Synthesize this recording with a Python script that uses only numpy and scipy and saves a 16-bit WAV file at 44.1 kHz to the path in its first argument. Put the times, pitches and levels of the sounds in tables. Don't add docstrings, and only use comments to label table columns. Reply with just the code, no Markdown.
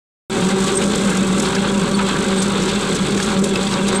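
import sys
import numpy as np
from scipy import signal
from scipy.fft import rfft, irfft, next_fast_len
from scipy.io import wavfile
from scipy.ndimage import uniform_filter1d, minimum_filter1d, map_coordinates

SR = 44100
rng = np.random.default_rng(int(sys.argv[2]) if len(sys.argv) > 2 else 0)


def pcm_store(signal):
    levels = np.round(np.clip(np.atleast_2d(signal), -1, 1) * 32767)
    wavfile.write(sys.argv[1], SR, levels.astype(np.int16).T)


N = 176400

FIRING_HZ = 51.16
LINK_HZ = 40.7
TOOTH_HZ, SPEED_SPREAD = 199.4, 0.00791


def amp(db):
    return 10 ** (np.asarray(db) / 20)


def unit(x):
    return x / np.sqrt(np.mean(x ** 2) + 1e-20)


def clock():
    return np.arange(N) / SR


def curves(rows):
    s, *cols = np.transpose(rows)
    return [np.interp(clock(), s, c) for c in cols]


def wobble(rate):
    return map_coordinates(rng.standard_normal(4096), [clock() * rate + 2], mode='wrap')


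def turn(hz):
    return 2 * np.pi * np.cumsum(hz * np.ones(N)) / SR


def coloured(x, points):
    m = 2 * next_fast_len(N // 2 + 8192)
    f, db = np.transpose(points)
    bins = np.fft.rfftfreq(m, 1 / SR) + 1
    gain = amp(np.interp(np.log(bins), np.log(f), db))
    cepstrum = irfft(np.log(gain))
    cepstrum[1:m // 2] *= 2
    cepstrum[m // 2 + 1:] = 0
    response = np.exp(rfft(cepstrum))
    return unit(irfft(rfft(x, m) * response, m)[:N])


def contacts(rate, spread_db, rub_db):
    struck = rng.random(N) < rate / SR
    size = amp(spread_db * np.clip(rng.standard_normal(N), -2, 2))
    hits = struck * rng.choice([-1, 1], N) * size
    return unit(unit(hits) + amp(rub_db) * rng.standard_normal(N))


def beat(hz, depth_db):
    return amp(depth_db * np.cos(turn(hz)))


def strokes(hz, depth_db):
    cycle, part = np.divmod(hz * clock(), 1)
    size = rng.random(4096)[cycle.astype(int)]
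    return unit(amp(depth_db * size * (1 - part) ** 2))


# multiple of the four-stroke cycle rate, mean level in dB.
EXHAUST_LINES = [(9, -43), (10, -45.5), (12, -46.5), (13, -33.5), (15, -40.5)]


def engine():
    firing = turn(FIRING_HZ * (1 + 0.0043 * wobble(2.58)))
    cycle = firing / 4
    note = amp(-39.5 + 0.46 * wobble(9.0)) * np.sin(firing)
    lines = np.zeros(N)
    for multiple, db in EXHAUST_LINES:
        start_phase = 2 * np.pi * rng.random()
        lines += amp(db + 0.57 * wobble(5.5)) * np.sin(multiple * cycle + start_phase)
    return np.sqrt(2) * (note + lines)


# time in seconds, level in dB before trim and flutter.
THUMP_LEVEL = [(0.3, -22), (0.81, -21.5), (1.04, -23.5), (1.48, -23), (1.92, -24.5), (2.14, -23.5),
               (3.3, -23.5), (3.4, -24), (4.0, -24)]
# frequency in Hz, filter gain in relative dB.
BOOM_TONE = [(20, -11), (40, -21), (60, -10), (90, -9), (130, -3.5), (165, 2), (198, 1.5), (232, 4.5),
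             (290, -1.5), (400, 3.5), (490, -2), (535, -8.5), (565, -3), (630, -14), (800, -23.5),
             (2000, -79)]


def boom():
    db, = curves(THUMP_LEVEL)
    level = amp(db + 1.23 + 1.13 * wobble(14))
    return level * coloured(contacts(900, 1.63, -3.4), BOOM_TONE)


# time in seconds, level in dB before trim.
GRIT_LEVEL = [(0.3, -33.5), (0.38, -30), (0.55, -31.5), (0.58, -28), (1.36, -33.5), (1.37, -33), (1.4, -28),
              (1.41, -33.5), (2.06, -34.5), (2.09, -27.5), (2.11, -34), (3.18, -32.5), (3.23, -29.5),
              (3.42, -36.5), (3.44, -30), (3.52, -37), (3.56, -31.5), (3.87, -35.5), (3.89, -33),
              (3.91, -36), (3.96, -29), (4.0, -37)]
# frequency in Hz, filter gain in relative dB.
GRIT_TONE = [(1500, -23), (4800, -1.5), (6200, 2.5), (7000, 4), (7900, 9), (8500, 4.5), (9300, -2.5),
             (11000, -13), (13500, -23), (14700, -23), (16000, -45)]


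def grit():
    db, = curves(GRIT_LEVEL)
    flutter = amp(1.86 * wobble(120))
    pulse = beat(LINK_HZ, 0.49) * beat(FIRING_HZ, 2.6) * flutter
    return amp(db + 1.1) * coloured(contacts(2500, 5.7, -1.5) * pulse, GRIT_TONE)


# start in seconds, twice the rise time in seconds,
# band centre in Hz, gain of the swell in dB.
STONE_SCRAPES = [(0.374, .012, 6750, -30), (0.674, 0.0081, 7150, -29), (0.771, 0.0077, 6940, -24),
                 (0.813, 0.019, 2780, -24), (0.927, 0.033, 3560, -29), (1.098, 0.009, 8400, -27),
                 (1.17, 0.0069, 6900, -23), (1.397, 0.0045, 7100, -20), (1.418, .014, 8080, -26),
                 (1.447, .02, 3630, -26), (1.548, .007, 5500, -22), (1.921, .02, 3563, -39),
                 (2.419, 0.013, 7100, -22.5), (2.62, 0.0088, 6460, -27.5), (2.68, 0.021, 3310, -24),
                 (2.95, .012, 7000, -26), (3.173, 0.0064, 6000, -28), (3.199, 0.0062, 6160, -28),
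                 (3.227, 0.01, 5800, -27), (3.297, 0.014, 6100, -31), (3.388, .008, 7500, -25),
                 (3.44, 0.0047, 9350, -22), (3.721, 0.0076, 3196, -23.5), (3.738, .005, 4520, -22),
                 (3.879, 0.011, 7570, -23)]


def scrapes():
    out, t = np.zeros(N + SR), np.arange(SR // 5) / SR
    soft = signal.butter(4, 9500, fs=SR)
    for start, length, hz, db in STONE_SCRAPES:
        band = signal.iirpeak(hz, 2, fs=SR)
        slips = rng.standard_normal(len(t)) * amp(2.4 * rng.standard_normal(len(t)))
        ringing = unit(signal.lfilter(*soft, signal.lfilter(*band, slips)))
        u = 2 * t / length
        swell = u * np.exp(1 - u)
        out[round(start * SR):][:len(t)] += amp(db) * swell * ringing
    return out[:N]


# centre in seconds, length in seconds, pitch at the centre in Hz,
# glide in Hz per second, level in dB before the shared flutter.
PIN_SQUEAKS = [(0.759, 0.015, 8580, -3000, -22), (.773, 0.017, 8330, -4000, -15),
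               (1.128, 0.021, 1620, 2, -25), (1.951, 0.018, 8790, 4991, -29.5),
               (1.949, 0.019, 4430, 2000, -26), (2.384, 0.023, 8370, -4.5, -27),
               (2.402, 0.013, 8540, 0, -24), (3.967, 0.029, 8320, -1, -20.5)]


def squeaks():
    out = np.zeros(N)
    jitter_hz, grip = 50 * wobble(400), amp(2 * wobble(250))
    for centre, length, hz, glide, db in PIN_SQUEAKS:
        t = clock() - centre
        swell = np.exp(-(2 * t / length) ** 4)
        out += amp(db) * swell * np.sin(turn(hz + glide * t + jitter_hz))
    return np.sqrt(2) * grip * out


# middle of the range of pitches at which a link rings, in Hz.
LOOSE_LINK_HZ = [1097, 1345, 1603, 2104, 2635, 3333, 3596]


def jingle():
    touches_per_s, level_db, t60_s = 110, -34.5, 0.074
    t, out = np.arange(SR // 10) / SR, np.zeros(N + SR)
    for when, pick, size, detune in rng.random((int(touches_per_s * N / SR), 4)):
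        hz = LOOSE_LINK_HZ[int(pick * len(LOOSE_LINK_HZ))] * (1 + 0.094 * (detune - 0.5))
        ring = amp(5.9 * size - 60 * t / t60_s) * np.sin(2 * np.pi * hz * t)
        out[int(when * N):][:len(t)] += ring
    return amp(level_db) * unit(out[:N])


# start in seconds, strike gain in dB, base ring pitch in Hz,
# gain of the noise crack in dB relative to the strike.
CHAIN_CLANKS = [(1.565, -20.5, 1648, -13), (1.688, -26, 3330, -12), (2.159, -25, 1393, 4),
                (2.229, -29, 2080, 0), (2.327, -25, 1178, -12), (3.177, -25, 1750, -11),
                (3.2002, -18.5, 1665, 5), (3.226, -22, 3412, -4), (3.557, -16, 2620, 5),
                (3.669, -21.5, 3585, -10)]
# ratio to the base pitch, gain in dB relative to the strike, T60 in seconds.
LINK_RING = [(1, 8, .028), (1.32, 6, 0.017), (1.93, -2, 0.026), (2.8, -7, 0.018)]


def clanks():
    out, t = np.zeros(N + SR), np.arange(SR // 5) / SR
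    dull = signal.butter(2, 5000, fs=SR)
    attack = 1 - np.exp(-t / 0.00068)
    for start, db, hz, crack_db in CHAIN_CLANKS:
        ring = np.zeros(len(t))
        for ratio, mode_db, t60_s in LINK_RING:
            decay = amp(mode_db - 60 * t / t60_s)
            ring += decay * np.sin(2 * np.pi * (hz * ratio * t + rng.random()))
        noise = signal.lfilter(*dull, rng.standard_normal(len(t)))
        crack = amp(crack_db - 60 * t / 0.03) * noise
        out[round(start * SR):][:len(t)] += amp(db) * (ring + crack) * attack
    return out[:N]


# time in seconds, level in dB.
RATTLE_LEVEL = [(0.3, -31.5), (0.36, -24.5), (0.48, -29.5), (0.59, -24.5), (0.63, -30.5), (0.68, -25),
                (0.83, -25), (0.88, -33.5), (0.94, -23), (0.97, -30.5), (1.11, -24.5), (1.14, -27),
                (1.42, -29.5), (1.45, -25.5), (1.58, -24.5), (1.6, -29.5), (1.65, -23), (1.73, -29.5),
                (1.98, -28), (2.0, -19.5), (2.04, -33), (2.09, -23.5), (2.29, -29.5), (2.33, -24),
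                (2.35, -31), (2.37, -27), (2.54, -28.5), (2.57, -22), (2.62, -31), (2.67, -27),
                (3.18, -29.5), (3.21, -27), (3.22, -29.5), (3.31, -24), (3.52, -36.5), (3.56, -25.5),
                (3.71, -35), (3.73, -24), (3.82, -27.5), (3.83, -33.5), (3.95, -23), (3.97, -27),
                (4.0, -28)]
# frequency in Hz, filter gain in relative dB.
RATTLE_TONE = [(200, -28), (600, -12), (710, -8), (775, 2.5), (870, -1.5), (960, 0), (1300, 0.5),
               (1600, 0.5), (1820, -9.5), (2120, -6), (2500, -10), (4000, -9.5), (9000, -96.5)]
# time in seconds, level in dB before trim.
CLATTER_LEVEL = [(0.3, -32), (0.33, -19), (0.34, -28), (0.67, -27), (0.69, -22.5), (0.77, -37), (0.81, -32),
                 (0.9, -28.5), (0.94, -26), (1.05, -30.5), (1.68, -29), (1.78, -35), (1.8, -29.5),
                 (2.01, -29.5), (2.05, -34), (2.09, -22.5), (2.13, -29.5), (2.98, -26), (3.02, -32),
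                 (3.04, -25.5), (3.2, -31), (3.21, -26), (3.38, -27.5), (3.42, -40), (3.44, -29),
                 (3.55, -31.5), (3.57, -26), (3.75, -28.5), (3.85, -32.5), (3.87, -24.5), (4.0, -27)]
# frequency in Hz, filter gain in relative dB.
CLATTER_TONE = [(600, -19), (1800, -8), (2500, -1.5), (2900, -4), (3400, 2), (4400, -1.5), (5100, -11.5),
                (7000, -20.5), (14000, -43)]


def chain():
    rattle_db, = curves(RATTLE_LEVEL)
    clatter_db, = curves(CLATTER_LEVEL)
    teeth = beat(TOOTH_HZ * (1 + SPEED_SPREAD * wobble(21.497)), 1.0)
    jolt = strokes(LINK_HZ, 4.3) * strokes(FIRING_HZ, 2.6)
    rattle = coloured(contacts(1500, 3.2, -0.5) * teeth * jolt, RATTLE_TONE)
    clatter = coloured(contacts(900, 5.0, 0.2) * jolt, CLATTER_TONE)
    return amp(rattle_db) * rattle + amp(clatter_db - 2.46) * clatter


# time in seconds, pitch in Hz, level in dB.
GEAR_DRONE = [(0.3, 215, -31.0), (0.36, 202, -21), (0.39, 184.4, -21.5), (0.48, 186.6, -14),
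              (0.5, 192, -33), (0.54, 196.6, -12), (0.58, 190.6, -29), (0.61, 195, -12.5),
              (0.66, 192.2, -21.0), (0.68, 209, -24.5), (0.72, 200.5, -29), (0.81, 187, -23),
              (0.83, 204.8, -21), (0.87, 198.8, -14.5), (0.94, 204, -29), (1.0, 186.2, -24),
              (1.03, 204, -21), (1.08, 198.3, -15), (1.12, 180.7, -25), (1.21, 193.4, -12),
              (1.24, 201, -22), (1.3, 185, -17.5), (1.43, 207.3, -22.5), (1.47, 190.4, -20.5),
              (1.56, 193.7, -26), (1.59, 194.1, -13.5), (1.67, 201, -28), (1.71, 194.7, -22),
              (1.78, 202.5, -16), (1.81, 187.7, -24.5), (1.84, 187.3, -16.5), (1.86, 189.4, -28),
              (1.96, 199.8, -14), (2.17, 190.9, -30.5), (2.2, 189.2, -17), (2.25, 202.2, -38),
              (2.27, 198.1, -18), (2.42, 189.1, -20.5), (2.45, 203.3, -19), (2.62, 191, -22),
              (2.72, 202.2, -27.5), (2.77, 202.4, -16), (2.83, 192, -31), (2.87, 204, -28), (2.9, 188, -33),
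              (2.92, 198, -19), (2.98, 192.1, -30), (3.02, 194, -11.5), (3.07, 193.4, -40),
              (3.12, 203, -19), (3.24, 188, -21.5), (3.26, 213.3, -30), (3.31, 214.7, -17.5),
              (3.34, 188.7, -31), (3.4, 194.2, -10), (3.44, 204.1, -22), (3.6, 186, -21.0),
              (3.68, 205, -22), (3.74, 188, -21.5), (3.78, 202.4, -24.5), (3.81, 189, -20),
              (3.86, 202.1, -17.5), (3.95, 194.4, -26.5), (3.99, 195.3, -18)]
# mean pitch in Hz, usual level in dB.
GEAR_WHINES = [(382.5, -30), (560, -36.5), (776, -44), (965, -41), (1151, -41), (1338, -46.5), (1540, -54),
               (2112, -57)]
# time in seconds, gain over their usual level in dB.
WHINE_SWELL = [(.3, 2.5), (.8, 3.5), (1.0, -3), (1.5, 1.5), (1.85, 0), (2.25, 1.5), (3.0, -5), (3.4, 0),
               (3.95, 3)]


def gears():
    hz, db = curves(GEAR_DRONE)
    drone = amp(db) * np.sin(turn(hz))
    speed = 1 + SPEED_SPREAD * wobble(22)
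    whine = np.zeros(N)
    for whine_hz, whine_db in GEAR_WHINES:
        level = amp(whine_db + 3.95 * wobble(17))
        whine += level * np.sin(turn(whine_hz * speed) + 0.99 * wobble(40))
    swell_db, = curves(WHINE_SWELL)
    return np.sqrt(2) * (drone + amp(swell_db) * whine)


def scene():
    machine = engine() + boom() + chain() + gears()
    soil = grit() + scrapes()
    loose_metal = squeaks() + jingle() + clanks()
    mono = machine + soil + loose_metal
    return np.array([mono, mono])


def record(dry):
    start_s, rise_s, start_db = 0.2985, 0.086, -6
    limit_db, hold_s, top_hz = -7.5, 0.015, 15700
    t = clock() - start_s
    x = dry * (t > 0) * amp(start_db * np.clip(1 - t / rise_s, 0, 1))
    hold = int(hold_s * SR)
    needed = np.minimum(1, amp(limit_db) / (np.abs(x).max(axis=0) + 1e-9))
    x = x * uniform_filter1d(minimum_filter1d(needed, hold), 2 * hold)
    m = next_fast_len(N + 8192)
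    edge = np.clip((top_hz - np.fft.rfftfreq(m, 1 / SR)) / 400, 0, 1)
    return irfft(rfft(x, m) * edge, m)[:, :N]


dry = scene()
out = record(dry)
pcm_store(out)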